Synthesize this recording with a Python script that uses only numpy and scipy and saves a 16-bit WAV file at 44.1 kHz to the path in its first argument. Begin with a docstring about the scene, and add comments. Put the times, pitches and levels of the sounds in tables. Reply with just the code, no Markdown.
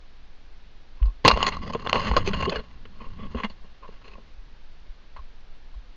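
"""The plastic case of a body-worn camera knocks and chatters in its mount as it is bumped and shifted.
Impacts and the stick-slip friction of fingers and fabric excite the modes of the case, and its walls
filter every touch. The camera's mass bounces on the mount in soft thumps, and slow sway reaches the
microphone as rumble, over a faint steady hiss."""
import sys
import numpy as np
from scipy import signal
from scipy.fft import rfft, irfft
from scipy.io import wavfile
from scipy.ndimage import uniform_filter1d

SR = 44100
rng = np.random.default_rng(int(sys.argv[2]) if len(sys.argv) > 2 else 0)


def persist_wave(psi):
    """Save psi, clipped to +-1, as 16-bit WAV."""
    counts = np.round(np.clip(psi, -1, 1) * 32767).astype(np.int16)
    wavfile.write(sys.argv[1], SR, np.atleast_2d(counts).T)


N = 262836


def gain_of(db):
    """Amplitude ratio of a level in decibels."""
    return 10 ** (np.asarray(db) / 20)


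def unit_rms(x):
    """Normalisation to unit mean power."""
    return x / np.sqrt(np.mean(x ** 2) + 1e-20)


def gain_at(spectrum, hz):
    """Amplitude response, by interpolating levels on a log-frequency axis."""
    f, db = np.transpose(spectrum)
    return gain_of(np.interp(np.log(hz + 1), np.log(f + 1), db))


def add(mix, start_s, sound):
    """Superposition of a sound on the mix."""
    part = mix[round(start_s * SR):][:len(sound)]
    part += sound[:len(part)]


def noise(spectrum):
    """Spectral shaping of white noise, at unit rms."""
    colour = gain_at(spectrum, np.fft.rfftfreq(N, 1 / SR))
    return unit_rms(irfft(rfft(rng.standard_normal(N)) * colour, N))


def flutter(rate_hz, depth_db, size=N, ceiling=2):
    """Random amplitude modulation: a gain whose level follows clipped low-pass noise."""
    lowpass = np.exp(-(np.fft.rfftfreq(size, 1 / SR) / rate_hz) ** 2)
    drift = unit_rms(irfft(rfft(rng.standard_normal(size)) * lowpass, size))
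    return gain_of(depth_db * np.clip(drift, -2, ceiling))


# Noise floor of the microphone: (frequency [Hz], relative spectral density [dB])
HISS_SPECTRUM = [(53, -34.5), (90, -1.5), (128, -0.5), (203, -2.5), (304, -5), (439, -7), (590, -7.5),
                 (635, -10), (684, -8), (1480, -10.5), (1630, -9), (1880, -11.5), (4240, -14), (6130, -25),
                 (7370, -36.5), (9580, -51), (16200, -120)]


def hiss(level_db=-59):
    """Self-noise: the microphone adds a stationary random signal."""
    return gain_of(level_db) * noise(HISS_SPECTRUM)


# The hand's hold on the case: (time [s], pressure level [dB], drag level [dB])
HAND_FORCES = [(1.24, -69, -42), (1.3, -48.5, -40), (1.42, -30, -39.5), (1.66, -51, -39),
               (1.84, -40.5, -43.5), (2.0, -30.5, -35), (2.12, -35, -33.5), (2.36, -34.5, -34),
               (2.44, -38.5, -34.5), (2.6, -45.5, -54.5), (2.88, -75, -52.5), (3.01, -50.5, -53),
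               (3.2, -53, -43), (3.33, -51, -46.5), (3.47, -67, -55), (3.74, -65, -71), (3.98, -54, -64.5),
               (4.3, -64, -67)]


def hand_forces():
    """Normal and tangential force, as amplitudes: both vanish while the hand is off the case."""
    times, pressure_db, drag_db = np.transpose(HAND_FORCES)
    t = np.arange(N) / SR
    return [gain_of(np.interp(t, times, db, left=-200, right=-200)) for db in (pressure_db, drag_db)]


# Air pressure in the swaying case: (frequency [Hz], relative spectral density [dB])
SWAY_SPECTRUM = [(4, -1.5), (12, 8), (22, -1.5), (35, -8.5), (55, -12.5), (75, -24), (110, -35), (200, -51),
                 (400, -83.5)]


def rumble(rest_db=-40.5, smoothing_s=0.3):
    """Cavity compression: sway squeezes the air in the case, more so while the hand drags at it."""
    _, drag = hand_forces()
    slow_drag = uniform_filter1d(drag, round(smoothing_s * SR))
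    return noise(SWAY_SPECTRUM) * (gain_of(rest_db) + slow_drag)


# Bounces of the camera on its mount (below 65 Hz) and brief shudders of the case shell (190-460 Hz): (time [s],
# envelope peak [dB], frequency [Hz])
BOUNCES_AND_SHUDDERS = [(1.014, -9.5, 43.8), (1.051, -13, 39.2), (1.257, -23, 54), (1.324, -17.5, 48),
                        (1.746, -25, 460), (2.101, -15, 56.6), (2.271, -21, 396), (2.299, -25, 191),
                        (2.466, -24, 383), (2.562, -28.5, 53), (3.343, -24.5, 62.7), (3.346, -25.5, 234),
                        (3.437, -24.5, 210), (4.378, -33.5, 31.4), (4.881, -32, 33), (5.182, -34.5, 51.7),
                        (5.756, -29.5, 42.7)]


def thumps(reference_hz=51, reference_swell_s=0.017, size=14000):
    """Damped oscillation: the camera bounces on its mount for a few cycles, and the case shell shudders briefly
    at its own modes."""
    out, t = np.zeros(N), np.arange(size) / SR
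    for start, db, hz in BOUNCES_AND_SHUDDERS:
        swell = reference_swell_s * (reference_hz / hz) ** 0.34  # higher thumps swell and die sooner
        envelope = (t / swell * np.exp(1 - t / swell)) ** 2
        add(out, start, gain_of(db) * envelope * np.sin(2 * np.pi * hz * t))
    return out


# Resonances of the case: (frequency [Hz], nominal bandwidth [Hz], level [dB])
CASE_MODES = [(210, 100, -0.5), (427, 140, -4), (547, 150, -7.5), (916, 150, -12), (1084, 120, 1),
              (1100, 70, -20), (1540, 770, -19), (2050, 310, -12), (2550, 240, -14), (2803, 78, -4),
              (3010, 250, -10), (3395, 140, -14.5), (4220, 260, -12.5), (4320, 310, -11), (4770, 340, -17),
              (4820, 190, -22.5), (6190, 350, -27), (6700, 81, -20.5)]
# Transmission through the walls to the microphone: (frequency [Hz], gain [dB])
WALL_TRANSMISSION = [(40, -12.5), (110, 1.5), (200, 2), (300, -1.5), (430, 3), (760, 3.5), (1050, 2),
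                     (3400, -9.5), (3680, -8.5), (4100, -11.5), (4800, -15), (5300, -11.5), (6800, -11.5),
                     (7400, -10)]
# Borders between flexing shell (bass), hollow inside, stiff walls (upper mid) and edges (treble):
# (frequency [Hz])
CROSSOVERS = (760, 1480, 3700)


def case_response(force_db, bass_db, upper_mid_db, treble_db, spot_db=4.5, detune=0.008, size=4096):
    """Modal impulse response: the point of contact favours some modes and detunes them a little."""
    hz = np.fft.rfftfreq(size, 1 / SR)
    damping = gain_of(0.14 * (force_db + 36))  # a hard press broadens the modes
    power = np.zeros(len(hz))
    for centre, width, db in CASE_MODES:
        favour, shift = rng.standard_normal(2)
        offset = 2 * (hz - centre * (1 + detune * shift)) / (width * damping)
        power += gain_of(db + spot_db * favour) ** 2 / (1 + offset ** 2) ** 1.51
    power *= gain_at(WALL_TRANSMISSION, hz) ** 2
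    lowpasses = [1 / (1 + (hz / f) ** 12) for f in CROSSOVERS]
    bands = power * np.diff(lowpasses, axis=0, prepend=0, append=1)
    levels = gain_of([bass_db, 0, upper_mid_db, treble_db])
    gain = np.sqrt(sum(level ** 2 * band / np.mean(band) for level, band in zip(levels, bands)))
    log_gain = np.log(np.r_[gain, gain[-2:0:-1]] + 1e-4)
    minimum_phase = np.exp(np.conj(signal.hilbert(log_gain)))  # causal: nothing before the tap
    return np.fft.ifft(minimum_phase).real[:size // 2]


def friction(slips_per_s, size, spread_db, smooth):
    """Stick-slip friction: clumps of tiny uneven clicks over a smooth rub."""
    strengths = gain_of(spread_db * np.minimum(rng.exponential(1, size), 3))
    signs = rng.choice([-1, 1], size)
    slips = unit_rms(strengths * signs * (rng.random(size) < slips_per_s / SR))
    force = slips + smooth * rng.standard_normal(size)
    return unit_rms(force * flutter(rate_hz=60, depth_db=4, size=size, ceiling=1))


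def grip(rub_db=-5, tug_db=1, tone_db=(-2, -5, -10), variety_db=3, spots=5):
    """Frictional creep: skin scuffs several spots of the case, and its drag tugs at the shell."""
    pressure, drag = hand_forces()
    scuffs = unit_rms(flutter(rate_hz=55, depth_db=4))
    rub = np.zeros(N)
    for bass, upper_mid, treble in rng.uniform(-variety_db, variety_db, (spots, 3)) + tone_db:
        share = unit_rms(flutter(rate_hz=22, depth_db=4)) / np.sqrt(spots)
        ring = case_response(force_db=-42, bass_db=bass, upper_mid_db=upper_mid, treble_db=treble)
        slips = friction(slips_per_s=500, size=N, spread_db=4.5, smooth=0.12)
        rub += signal.oaconvolve(slips * share * scuffs * pressure, ring)[:N]
    # (frequency [Hz], relative spectral density [dB])
    tug = noise([(15, -7), (55, 5), (90, 3), (140, -3), (205, 0.5), (290, -11), (500, -27), (1000, -65)])
    return gain_of(rub_db) * rub + gain_of(tug_db) * tug * drag


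# Strokes of fingers and fabric:
# (time [s], duration [s], level [dB], bass [dB], upper mid [dB], treble [dB])
SCRAPE_STROKES = [(0.971, 0.13, -55.5, -5.5, -9.5, -22), (1.243, 0.096, -30.5, -2.5, -3, -9),
                  (1.353, 0.052, -36.5, 0.5, -7, -9.5), (1.402, 0.046, -29.5, -8, -4, -14),
                  (1.46, 0.029, -33, -1.5, 0.5, -3), (1.614, 0.091, -42, .5, -6, -13),
                  (1.655, 0.056, -48.5, 4.5, -27, -36), (1.723, 0.018, -41.5, 1, -4.5, -7),
                  (1.847, 0.012, -32.5, -8, -9, -26), (1.932, 0.048, -29.5, 0, -8, -10.5),
                  (2.042, 0.05, -39, 5.5, 1.5, -1.5), (2.106, 0.12, -46, 3, 1, -15),
                  (2.257, 0.033, -35, 2.5, 3, 1.5), (2.336, 0.12, -38.5, 1, 0, -6),
                  (2.46, 0.038, -44, 14.5, -1, -41), (2.5, 0.052, -39, 5.5, 0.5, -15),
                  (2.577, 0.019, -45, 11, 3, -13), (2.992, 0.077, -49, -1, -9, -30.5),
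                  (3.168, 0.099, -51, 4.5, -3, -27), (3.356, 0.079, -40.5, -3, -3, -20.5),
                  (3.823, 0.029, -44.5, -6, -9, -34), (4.041, 0.094, -56, 1.5, 3.5, -7)]


def scrapes(bite_s=0.003, release_s=0.0075, size=8192):
    """Forced vibration by sliding friction: each stroke bites, drags over the case and lets go."""
    out, t = np.zeros(N), np.arange(size) / SR
    for start, duration, db, *tone_db in SCRAPE_STROKES:
        contact = (1 - np.exp(-t / bite_s)) * np.exp(-np.maximum(t - duration, 0) / release_s)
        force = gain_of(db) * contact * friction(slips_per_s=1500, size=size, spread_db=4, smooth=0.43)
        add(out, start, signal.fftconvolve(force, case_response(db, *tone_db)))
    return out


# Impacts of the case in its mount:
# (time [s], relative level [dB], bass [dB], upper mid [dB], treble [dB], chatter decay time [s])
CASE_IMPACTS = [(1.026, -40.5, -4.5, 1.5, -24.5, 0.0045), (1.056, -43, -13, -18, -5, .007),
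                (1.2494, -6, -4, -9.5, -14, 0.009), (1.259, -22, 2, 7, -7, .006),
                (1.269, -18, 4, -8, -10, 0.0065), (1.279, -4.5, -5, -4.5, -2.5, 0.0061),
                (1.303, -9, -11, -13, -27, 0.0017), (1.3129, -10, -7, -1.5, -7.5, 0.0045),
                (1.374, -18, 1, -24, -15, 0.0017), (1.405, -19, -8.5, -9, -24, .0034),
                (1.4286, -12.5, -8, -1, -9, 0.0019), (1.467, -21.5, -8, 6.5, 2, 0.0018),
                (1.485, -20.5, -11.5, -4, -25, 0.0052), (1.5222, -30, -9, -3, -10.5, 0.027),
                (1.568, -25, -13, -11, -14, .0025), (1.705, -38.5, 10, -6, -11, 0.003),
                (1.749, -23.5, 5, -4, -24, 0.0066), (1.864, -22, -7, -10, -23, .003),
                (1.8724, -26, 2.5, 6.5, -8, 0.0012), (1.8959, -27.5, -10, 10.5, -2, 0.0012),
                (1.9299, -14.5, 0.5, 3.5, -3, 0.0016), (1.956, -17.5, 0.5, -3, -20, 0.0091),
                (2.114, -21.5, 4, -12, -23, 0.0026), (2.136, -21.5, -7, -26, -29, 0.0023),
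                (2.166, -13.5, 1.5, 0, -8.5, 0.0097), (2.334, -34.5, 4.5, 12, -5, 0.0048),
                (2.425, -23, -0.5, -0.5, -15.5, 0.0085), (2.4555, -30, -13, 4, -7, 0.0015),
                (2.462, -21, -11, -25, -32, 0.0018), (2.496, -34.5, -4, 10.5, 10, 0.0047),
                (2.558, -36.5, 12.5, 11.5, 0, 0.0091), (2.854, -50, 7.5, 10, -13, 0.0041),
                (3.195, -49.5, 10.5, 0, -20, 0.0052), (3.347, -32, 8, -4, -24, .01),
                (3.435, -28, -4.5, 3.5, -13, 0.0065), (3.445, -24, -10, -2, -15, 0.0085),
                (3.499, -43.5, 0.5, -3, 0, 0.014), (3.642, -57, 13, -1, -18, 0.0073),
                (3.889, -46, 10, -23.5, -35, 0.0032), (4.154, -43, 1.5, -21.5, -29.5, .003),
                (4.181, -51, 11, -17, -23.5, 0.0094), (5.164, -36, -16, -9.5, -21.5, 0.011),
                (5.189, -38.5, -21.5, -23, -31, 0.0053), (5.738, -50.5, -10, -21, -28.5, 0.0046)]


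def knocks(level_db=-4.5, seat_s=0.00016, graze_db=-15, graze_s=0.0011, size=3600):
    """Impact excitation: the parts graze, collide and chatter as they settle, ringing the case."""
    out, t = np.zeros(N), np.arange(-size // 8, size) / SR
    for contact_s, db, bass, upper_mid, treble, settle_s in CASE_IMPACTS:
        graze = gain_of(graze_db) * np.exp(-abs(t) / graze_s)
        chatter = (1 - np.exp(-abs(t) / seat_s)) * np.exp(-abs(t) / settle_s)
        force = rng.standard_normal(len(t)) * np.where(t < 0, graze, chatter)
        force[t == 0] += 4  # the collision itself
        ring = case_response(db, bass, upper_mid, treble)
        knock = signal.fftconvolve(force, ring)
        peak_rms = np.sqrt(uniform_filter1d(knock ** 2, 130).max())  # loudest 3 ms
        add(out, contact_s + t[0], gain_of(db + level_db) * np.linalg.norm(ring) * knock / peak_rms)
    return out


def scene():
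    """Linear superposition of the contact sounds and the background, in one channel."""
    return (knocks() + scrapes() + grip() + thumps() + rumble() + hiss())[None]


def record(dry, mic_cutoff_hz=7600, output_cutoff_hz=16000):
    """Band limiting and saturation: a narrow-band microphone rounds off peaks near full scale."""
    mic_filter = signal.firwin(141, mic_cutoff_hz, window=("kaiser", 8), fs=SR)
    output_filter = signal.firwin(255, output_cutoff_hz, window=("kaiser", 9), fs=SR)
    heard = signal.oaconvolve(dry, mic_filter[None], "same")
    limited = heard / (1 + heard ** 14) ** (1 / 14)  # narrow knee
    return signal.oaconvolve(limited, output_filter[None], "same")


dry = scene()
out = record(dry)
persist_wave(out)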